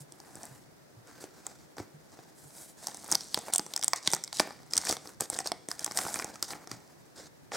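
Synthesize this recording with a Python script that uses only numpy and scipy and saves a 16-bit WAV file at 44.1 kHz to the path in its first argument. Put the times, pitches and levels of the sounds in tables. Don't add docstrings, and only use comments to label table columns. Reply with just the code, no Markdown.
import sys
import numpy as np
from scipy import signal
from scipy.fft import rfft, irfft
from scipy.io import wavfile

SR = 44100
rng = np.random.default_rng(int(sys.argv[2]) if len(sys.argv) > 2 else 0)


def master_out(mix):
    frames = np.transpose(np.atleast_2d(mix))
    ceiling = np.clip(frames, -1, 1)
    pcm = np.round(ceiling * 32767).astype(np.int16)
    wavfile.write(sys.argv[1], SR, pcm)


N = 333396

SNAP_SIZE = 4096


def from_db(db):
    return 10 ** (np.asarray(db) / 20)


def rms_one(x):
    return x / np.sqrt(np.mean(x ** 2) + 1e-20)


def unit_burst(x):
    return x * np.sqrt(SR * 0.001 / (np.sum(x ** 2) + 1e-20))


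def in_time(rows):
    s, *columns = np.transpose(rows)
    return [np.interp(np.arange(N) / SR, s, column) for column in columns]


def at_hz(points, hz):
    f, value = np.transpose(points)
    return np.interp(np.log(np.maximum(hz, 1)), np.log(f), value)


def colour(x, spectrum, size=4096):
    log_gain = np.log(from_db(at_hz(spectrum, np.fft.rfftfreq(size, 1 / SR))))
    cepstrum = irfft(log_gain)
    cepstrum[1:size // 2] *= 2
    cepstrum[size // 2 + 1:] = 0
    response = irfft(np.exp(rfft(cepstrum)))
    response = response.reshape((1,) * (x.ndim - 1) + (-1,))
    return signal.fftconvolve(x, response, axes=-1)[..., :x.shape[-1]]


def drift(rate):
    knots = np.arange(N) / SR * rate
    return rms_one(np.interp(knots, np.arange(N), rng.standard_normal(N)))


def add(track, s, sound):
    start = int(np.clip(s * SR, 0, N - 1))
    track[start:start + len(sound)] += sound[:N - start]


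def room_tone(side_db, waver_db):
    # (frequency [Hz], relative level [dB])
    floor_spectrum = [(25, -21.5), (50, -6), (90, -3), (150, 4), (220, -4), (320, 0), (480, -3), (750, -6),
                      (1100, -12.5), (1700, -12), (2900, -21.5), (5000, -19), (9000, -23.5), (16000, -27)]
    mid, side = rms_one(colour(rng.standard_normal((2, N)), floor_spectrum))
    tone = mid + from_db(side_db) * side * [[1], [-1]]
    low = signal.sosfilt(signal.butter(2, 300, fs=SR, output="sos"), tone)
    waver = from_db(waver_db * drift(11))
    return from_db(-61) * (tone + low * (waver - 1))


def room(x, wall_s, wall_db, tail_db, side_db, size=22050):
    # (frequency [Hz], relative level [dB])
    room_spectrum = [(80, -9), (300, 2.5), (800, -2), (2000, 3), (3000, -1.5), (5000, -9), (8500, -9.5),
                     (12000, -8), (16000, -3.5)]
    # (frequency [Hz], decay time [s])
    decay_times = [(100, 0.66), (500, 0.37), (2000, 0.33), (6000, 0.69), (16000, 0.34)]
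    t, hz = np.arange(size) / SR, np.fft.rfftfreq(size, 1 / SR)
    noise, tail = rfft(rng.standard_normal((2, size))), 0
    for k, (_, t60) in enumerate(decay_times):
        share = at_hz([(f, float(j == k)) for j, (f, _) in enumerate(decay_times)], hz)
        tail = tail + irfft(noise * share, size) * from_db(-60 * t / t60)
    tail = tail * np.clip(t / wall_s, 0, 1) ** 2
    tail *= from_db(tail_db) / np.sqrt(np.sum(tail[0] ** 2))
    tail[0, int(wall_s * SR)] += from_db(wall_db)
    answer = colour(tail, room_spectrum)
    mid, side = signal.fftconvolve(x[None], answer, axes=-1)[:, :N]
    return mid + from_db(side_db) * side * [[1], [-1]]


def bumps(swell_s, gain_db):
    # (time [s], peak of the swell before gain_db [dB], pitch [Hz])
    bump_rows = [(0.003, -40, 142), (0.506, -42, 134), (0.668, -51, 148), (0.825, -57, 174),
                 (0.964, -44, 115), (1.792, -47, 96), (1.939, -43, 150), (2.451, -46.5, 142),
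                 (4.76, -47, 77), (6.716, -42.5, 120)]
    out, t = np.zeros(N), np.arange(2 * SNAP_SIZE) / SR
    swell = t / swell_s * np.exp(1 - t / swell_s)
    for s, db, hz in bump_rows:
        add(out, s, from_db(db + gain_db) * swell * np.sin(2 * np.pi * hz * t))
    return out


def stroke_levels():
    # (time [s], length [s], crest place [share of length], film hiss [dB],
    #  sheen relative to the hiss [dB], card scuff [dB])
    stroke_rows = [(0, 0.055, 0.039, -55.5, 1.5, -60), (0.077, 0.58, 0.64, -60, -4.5, -55.5),
                   (1.048, 0.27, 0.12, -59, -22, -54.5), (1.2, 0.059, 0.1, -51, -6.5, -51.5),
                   (1.275, .39, 0.53, -57, -21, -57), (1.767, 0.097, 0.29, -52, -21, -46.5),
                   (1.98, 0.36, 0.64, -61.5, -21, -60), (2.348, 0.39, 0.74, -54.5, .5, -58),
                   (2.765, 0.35, 0.2, -48, -9, -51.5), (3.034, 0.13, 1, -41.5, -9, -40.5),
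                   (3.17, .11, .3, -47.5, -17, -57), (3.268, 0.16, 0.53, -45, -13, -53),
                   (3.418, .1, 0.55, -49, -5.5, -45), (3.521, 0.055, 0.39, -38, -10, -46),
                   (3.685, 0.091, 0.39, -54.5, -5, -51.5), (3.82, 0.055, .35, -45, -8, -55),
                   (3.952, 0.044, 0.3, -40, -20, -65), (4.025, 0.073, 0.74, -36, -23, -45.5),
                   (4.093, 0.073, 0.68, -42, -4, -44), (4.323, 0.12, 0.67, -36, -13, -48),
                   (4.4, 0.37, 0.072, -56.5, -24, -52), (4.702, 0.21, 0.34, -40, -14, -45),
                   (4.862, 0.099, 0.34, -30, -11, -36), (5.011, 0.14, 0.46, -53.5, -6.5, -50.5),
                   (5.196, 0.069, 0.18, -39, -9, -41.5), (5.303, 0.13, 0.68, -40, -12, -43),
                   (5.441, 0.068, 0.55, -37.5, -19, -45), (5.681, 0.083, 0.29, -45.5, -4.5, -48.5),
                   (5.759, 0.37, 0.17, -48, -11, -51), (5.942, 0.18, 0.25, -37.5, -2, -36.5),
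                   (6.061, .175, 0.58, -41.5, -3.5, -42.5), (6.213, 0.23, 0.16, -51, -18, -48),
                   (6.422, 0.062, .2, -41, -15, -50), (6.475, 0.062, 0.58, -40, -8, -41.5),
                   (6.516, 0.14, .08, -55.5, -24, -48), (6.688, 0.089, 0.36, -48, -22, -49),
                   (6.745, 0.39, 0.089, -64, -27.5, -61), (7.156, 0.13, 0.19, -47, -25, -50),
                   (7.513, 0.15, 0.13, -37, -28, -36)]
    bite_s, let_go_s, sag_db = 0.0046, 0.0063, 13
    holding_db = [[-74], [-88.5], [-74]]
    t = np.arange(N) / SR
    power = np.zeros((3, N)) + from_db(holding_db) ** 2
    for s, length, crest, hiss_db, sheen_db, scuff_db in stroke_rows:
        during = (t > s) & (t < s + length)
        age, crest = t[during] - s, np.clip(crest, 0.03, 0.97)
        contact = np.clip(np.minimum(age / bite_s, (length - age) / let_go_s), 0, 1)
        place = age / length
        off_crest = np.maximum(1 - place / crest, (place - crest) / (1 - crest))
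        crest_db = np.array([[hiss_db], [hiss_db + sheen_db], [scuff_db]])
        power[:, during] += (contact * from_db(crest_db - sag_db * off_crest)) ** 2
    return 10 * np.log10(power)


def friction(grain_db, catches_per_s, size_db, catch_s):
    sizes = from_db(size_db * np.minimum(rng.exponential(1, N), 3))
    catches = sizes * (rng.random(N) < catches_per_s / SR)
    slips = signal.lfilter([1], [1, -np.exp(-1 / (catch_s * SR))], catches + 1e-18)
    grain = from_db(grain_db)
    caught = grain * rms_one(slips * rng.standard_normal(N))
    smooth = rng.standard_normal(N)
    return (caught + smooth) / np.hypot(grain, 1)


def off_table(x, delay_s, sway, echo_db):
    lag = delay_s * SR * np.exp(sway * drift(3))
    echo = from_db(echo_db)
    copy = np.interp(np.arange(N) - lag, np.arange(N), x)
    return (x + echo * copy) / np.hypot(1, echo)


def rubbing(hiss_db, sheen_db, scuff_db, grain_db, unsteady_db, skin_db, skin_slope,
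            hiss_gain_db, sheen_gain_db, scuff_gain_db):
    # (frequency [Hz], relative level [dB])
    hiss_spectrum = [(1500, -18.5), (2800, -12), (3800, -2.5), (5100, 1.5), (6500, 0.5), (8200, -3),
                     (9500, -8.5), (11000, -25), (16000, -22)]
    sheen_spectrum = [(5000, -26), (7800, 2), (10000, 2), (11500, -1.5), (13500, -4), (16000, -14)]
    scuff_spectrum = [(250, -7), (450, 4), (740, 5), (1100, -3), (1500, -1), (2100, -6.5), (2800, -13),
                      (5000, -30)]
    skin_spectrum = [(60, -21), (170, -1.5), (320, 4.5), (700, -19.5)]
    film = friction(grain_db, catches_per_s=360, size_db=2.5, catch_s=0.00036)
    edges = friction(grain_db, catches_per_s=130, size_db=4, catch_s=0.0019)
    pressure = from_db(unsteady_db * drift(70))
    dull_film = signal.sosfilt(signal.butter(6, 10500, fs=SR, output="sos"), film)
    hiss = from_db(hiss_db + hiss_gain_db) * rms_one(colour(dull_film, hiss_spectrum))
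    sheen = from_db(sheen_db + sheen_gain_db) * rms_one(colour(film, sheen_spectrum))
    scuff = from_db(scuff_db + scuff_gain_db) * rms_one(colour(edges, scuff_spectrum))
    skin_level_db = skin_db + skin_slope * (scuff_db - np.mean(scuff_db))
    skin = from_db(skin_level_db) * rms_one(colour(edges, skin_spectrum))
    reflected = off_table(hiss + sheen + scuff, delay_s=0.000899, sway=0.316, echo_db=-12)
    return pressure * (reflected + skin)


def crinkles(hiss_db, scuff_db, grain_db):
    per_s = 27
    typical_film_db, typical_knock_db, thud_db, spread_db = -40, -43, -14.5, 2.5
    typical_hz, typical_knock_hz, spread_octaves = 6500, 1100, 0.3
    ordinary_stroke_db, follows = -48, 0.91
    at = np.flatnonzero(rng.random(N) < per_s * from_db(grain_db) / SR)
    film, pitch, knock, knock_pitch = rng.standard_normal((len(at), 4)).T
    film_db = typical_film_db + follows * (hiss_db[at] - ordinary_stroke_db) + spread_db * film
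    knock_db = typical_knock_db + follows * (scuff_db[at] - ordinary_stroke_db) + spread_db * knock
    crease_hz = typical_hz * 2 ** (spread_octaves * pitch)
    knock_hz = typical_knock_hz * 2 ** (spread_octaves * knock_pitch)
    return np.column_stack([at / SR, film_db, crease_hz, knock_db, knock_hz, knock_db + thud_db])


def struck(modes, t, spread_db, centre_hz=None, focus_db=0):
    hz, db, t60 = np.transpose(modes)[:, :, None]
    if centre_hz:
        db = db - focus_db * np.abs(np.log2(hz / centre_hz))
    strength = from_db(db + spread_db * rng.standard_normal(hz.shape))
    strength = strength * rng.choice([-1, 1], hz.shape)
    grip = 1 + 0.049 * rng.standard_normal(hz.shape)
    ringing = from_db(-60 * t / t60) * np.sin(2 * np.pi * hz * grip * t)
    motion = np.sum(strength / hz * ringing, axis=0)
    return np.diff(motion * (1 - np.exp(-t / 0.00013)), prepend=0)


def snaps(rows, decay_s, settle_db, settle_s, crease_width_hz, facet_ratio, broad_db, focus_db,
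          film_gain_db, knock_gain_db, thud_gain_db):
    # (frequency [Hz], strength before random spread [dB], time to fall by 60 dB [s])
    card_modes = [(490, -3.5, 0.019), (677, 0, 0.025), (788, -0.5, 0.037), (906, -4, 0.019),
                  (1100, -1.5, 0.015), (1408, -2, 0.026), (1830, 9.5, 0.011), (2206, 8.5, 0.015)]
    thud_modes = [(90, -14, 0.034), (160, -8.5, 0.04), (254, 4, 0.0094), (335, 6.5, 0.016),
                  (415, -5, 0.0092)]
    # (frequency [Hz], relative level [dB])
    film_spectrum = [(500, -28), (1700, -36), (2700, -12.5), (3400, -3), (4100, -5), (4900, 1),
                     (6800, -1.5), (8200, 8), (10000, -0.5), (12000, -5), (16000, -12)]
    out, t = np.zeros(N), np.arange(SNAP_SIZE) / SR
    flutter = from_db(settle_db) * np.exp(-t / settle_s)
    envelope = (1 - np.exp(-t / 0.000099)) * (np.exp(-t / decay_s) + flutter)
    cracks = colour(rng.standard_normal((len(rows), SNAP_SIZE)) * envelope, film_spectrum, size=1024)
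    r = np.exp(-np.pi * crease_width_hz / SR)

    def facet(crack, hz):
        ring = [1, -2 * r * np.cos(2 * np.pi * hz / SR), r * r]
        return unit_burst(signal.lfilter([1, 0, -1], ring, crack))

    for crack, (s, film_db, crease_hz, knock_db, knock_hz, thud_db) in zip(cracks, rows):
        below, above = rng.uniform(0.32, 1, 2)
        large = facet(crack, crease_hz * facet_ratio ** -below)
        small = facet(crack, crease_hz * facet_ratio ** above)
        film = unit_burst(unit_burst(large - small) + from_db(broad_db) * unit_burst(crack))
        knock = unit_burst(struck(card_modes, t, 4.2, knock_hz, focus_db))
        thud = unit_burst(struck(thud_modes, t, 2.3))
        add(out, s, from_db(film_db + film_gain_db) * film)
        add(out, s, from_db(knock_db + knock_gain_db) * knock)
        add(out, s, from_db(thud_db + thud_gain_db) * thud)
    return out


def handling(rows, levels, grain_db):
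    cracks = snaps(rows, decay_s=0.00031, settle_db=-11.5, settle_s=0.0018, crease_width_hz=930,
                   facet_ratio=1.31, broad_db=-5, focus_db=17,
                   film_gain_db=-1.08, knock_gain_db=-1.56, thud_gain_db=0.0)
    rubs = rubbing(*levels, grain_db, unsteady_db=2.5, skin_db=-66, skin_slope=0.53,
                   hiss_gain_db=-2.43, sheen_gain_db=0.6, scuff_gain_db=-1.35)
    return cracks + rubs


def scene():
    # (time [s], film [dB], crease pitch [Hz], card knock [dB], knock pitch [Hz], low thud [dB])
    snap_rows = [(0.1219, -38, 7700, -57, 900, -44.5), (0.2015, -40, 6260, -44.5, 800, -49),
                 (0.3549, -35.5, 7960, -48, 750, -40.5), (0.4323, -34, 7400, -44, 690, -52),
                 (0.4537, -36, 9800, -64, 1050, -54), (1.2405, -38, 7200, -42, 806, -33),
                 (1.4665, -25, 7470, -35, 1040, -43), (1.7683, -44, 6100, -38.5, 760, -50),
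                 (1.783, -38, 4670, -36.5, 1060, -32.5), (1.8003, -42, 5200, -40, 610, -27.5),
                 (2.19, -57, 4100, -43, 790, -39), (2.8701, -21, 7300, -32, 865, -59),
                 (2.8835, -33, 7140, -30.5, 810, -40), (2.9452, -33.5, 7300, -38, 790, -43),
                 (2.971, -36, 7800, -50, 810, -54), (3.0435, -37, 7460, -41, 910, -45),
                 (3.1153, -15.5, 7750, -38, 1100, -47), (3.1215, -18, 7750, -25, 930, -34.5),
                 (3.1248, -13.5, 5960, -49, 840, -31.5), (3.133, -32, 5800, -49, 840, -36.5),
                 (3.149, -22, 5300, -31, 890, -36), (3.1526, -11.5, 5430, -25.5, 900, -35),
                 (3.208, -29, 5400, -46, 1050, -51), (3.3442, -14, 4680, -27.5, 1160, -39),
                 (3.3753, -29.5, 5800, -24.5, 584, -30), (3.389, -28.5, 8600, -35, 756, -38),
                 (3.4836, -42, 6900, -27.5, 700, -48), (3.5363, -12.5, 8600, -38, 920, -53),
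                 (3.5494, -19, 7700, -30.5, 1030, -50), (3.5596, -13, 7550, -27.5, 810, -42),
                 (3.5815, -14.5, 8050, -42, 980, -47), (3.5948, -22, 5940, -27.5, 585, -25.5),
                 (3.664, -33.5, 6950, -38.5, 1080, -41), (3.7369, -25, 5830, -38, 1020, -53),
                 (3.763, -16.5, 6270, -32, 1000, -58), (3.7763, -26, 7400, -35, 1490, -49),
                 (3.7931, -32, 7800, -37, 770, -48), (3.813, -32, 6300, -56, 1500, -52),
                 (3.8269, -23, 4640, -33, 1240, -44), (3.8359, -20, 7200, -33, 1250, -64),
                 (3.8441, -15, 8600, -46, 1600, -57), (3.8802, -12.5, 7600, -28, 900, -42),
                 (3.9335, -15.5, 5200, -15, 990, -46), (3.9606, -27, 7000, -46, 1530, -55),
                 (4.075, -11, 5230, -21.5, 1220, -28), (4.1032, -29, 6500, -40, 730, -48),
                 (4.1158, -26, 7550, -51, 1160, -57), (4.1262, -23, 8200, -52, 700, -51),
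                 (4.1346, -13.5, 6960, -17, 860, -27), (4.1401, -20, 5150, -35, 910, -31),
                 (4.1483, -21, 7400, -53, 1110, -59), (4.1647, -31, 7300, -34, 1170, -42),
                 (4.2383, -23, 6200, -41.5, 1570, -59), (4.246, -30.5, 6500, -54, 1580, -62),
                 (4.2771, -33.5, 4950, -43, 1360, -56), (4.3281, -27, 5700, -32.5, 1160, -60),
                 (4.3971, -13, 5160, -17, 1520, -50), (4.4008, -16.5, 5060, -13.5, 694, -18),
                 (4.5068, -42, 4220, -34.5, 1070, -40), (4.7349, -16.5, 5640, -30.5, 1410, -39),
                 (4.755, -26, 6800, -50, 1390, -45), (4.7674, -17, 7540, -35.5, 1250, -43),
                 (4.7775, -11, 7800, -32, 1520, -42), (4.7802, -16.5, 6130, -32, 1320, -46),
                 (4.8516, -25, 7400, -35, 1370, -49), (4.8703, -25, 6050, -26.5, 1680, -38),
                 (4.8967, -22, 6100, -27, 795, -34), (4.9106, -19, 5900, -38, 1200, -30),
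                 (4.9258, -21, 7000, -26.5, 1510, -26.5), (4.9679, -31, 4400, -33.5, 955, -44),
                 (5.0733, -35.5, 5330, -50, 1220, -42), (5.2075, -16.5, 9000, -27, 850, -34),
                 (5.3001, -19, 8850, -30, 786, -40), (5.365, -36, 7500, -34, 1000, -48),
                 (5.3887, -19, 8200, -25.5, 1130, -35), (5.4033, -29.5, 5900, -27.5, 734, -40),
                 (5.4729, -21, 5500, -33, 850, -50), (5.5182, -21.5, 4340, -20.5, 684, -29),
                 (5.6866, -26.5, 7660, -33, 895, -32), (5.7144, -22.5, 6100, -28.5, 1020, -59),
                 (5.7932, -26.5, 7650, -39.5, 1900, -57), (5.845, -17.5, 8900, -40, 1280, -57),
                 (5.8625, -23.5, 6360, -30.5, 1030, -55), (5.8782, -44, 5900, -30.5, 860, -34.5),
                 (5.9115, -29.5, 6550, -32, 1000, -37), (5.9198, -31.5, 7150, -38, 1240, -52),
                 (5.9732, -15.5, 7260, -30, 1940, -49), (5.9885, -20.5, 6630, -20.5, 990, -48),
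                 (6.0515, -34, 7800, -28, 1030, -31), (6.0655, -48, 6400, -25.5, 950, -33),
                 (6.083, -32, 6500, -29, 885, -43), (6.1424, -20.5, 7800, -34, 1490, -39),
                 (6.158, -35, 6300, -27.5, 1300, -40), (6.19, -26, 7060, -32, 910, -35),
                 (6.1973, -29, 5700, -24, 1330, -40), (6.2234, -36, 5200, -29.5, 1220, -35),
                 (6.2445, -25, 7900, -32, 724, -33), (6.3569, -37, 6900, -38.5, 1400, -50),
                 (6.4263, -17, 6500, -30, 1330, -36), (6.534, -53, 4800, -31.5, 1460, -36.5),
                 (6.6732, -36.5, 6100, -40, 1050, -40.5), (6.7146, -28, 5730, -32, 1280, -33.5),
                 (7.519, -43, 5900, -27, 930, -37)]
    # (time [s], catches relative to smooth sliding [dB])
    grain_curve = [(0, -6), (.4, -2), (1.1, -7), (2.7, -7.5), (2.9, 2.5), (4.4, 1), (5.9, 2), (6.05, -1),
                   (6.3, -1), (6.6, -6), (7.1, -10.5)]
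    # (frequency [Hz], side relative to mid [dB])
    width_spectrum = [(60, -30.5), (250, -22.5), (600, -17.5), (1200, -9.5), (2200, -15.5), (4500, -19.5),
                      (8000, -16.5), (12000, -2.5), (16000, -21)]
    levels, (grain_db,) = stroke_levels(), in_time(grain_curve)
    hiss_db, _, scuff_db = levels
    rows = np.vstack([snap_rows, crinkles(hiss_db, scuff_db, grain_db)])
    mid = handling(rows, levels, grain_db) + bumps(swell_s=0.012, gain_db=-4.0)
    side = colour(handling(rows, levels, grain_db), width_spectrum)
    answer = room(mid, wall_s=0.011, wall_db=-27, tail_db=-12.0, side_db=-13.5)
    heard = mid + side * [[1], [-1]] + answer
    balance = from_db([[-0.15], [0.15]])
    return heard * balance + room_tone(side_db=1.5, waver_db=3.0)


def record(dry):
    low_cut_hz, cutoff_hz = 62, 15900
    thinned = signal.sosfilt(signal.butter(2, low_cut_hz, "high", fs=SR, output="sos"), dry)
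    return signal.sosfilt(signal.ellip(10, 0.2, 80, cutoff_hz, fs=SR, output="sos"), thinned)


dry = scene()
out = record(dry)
master_out(out)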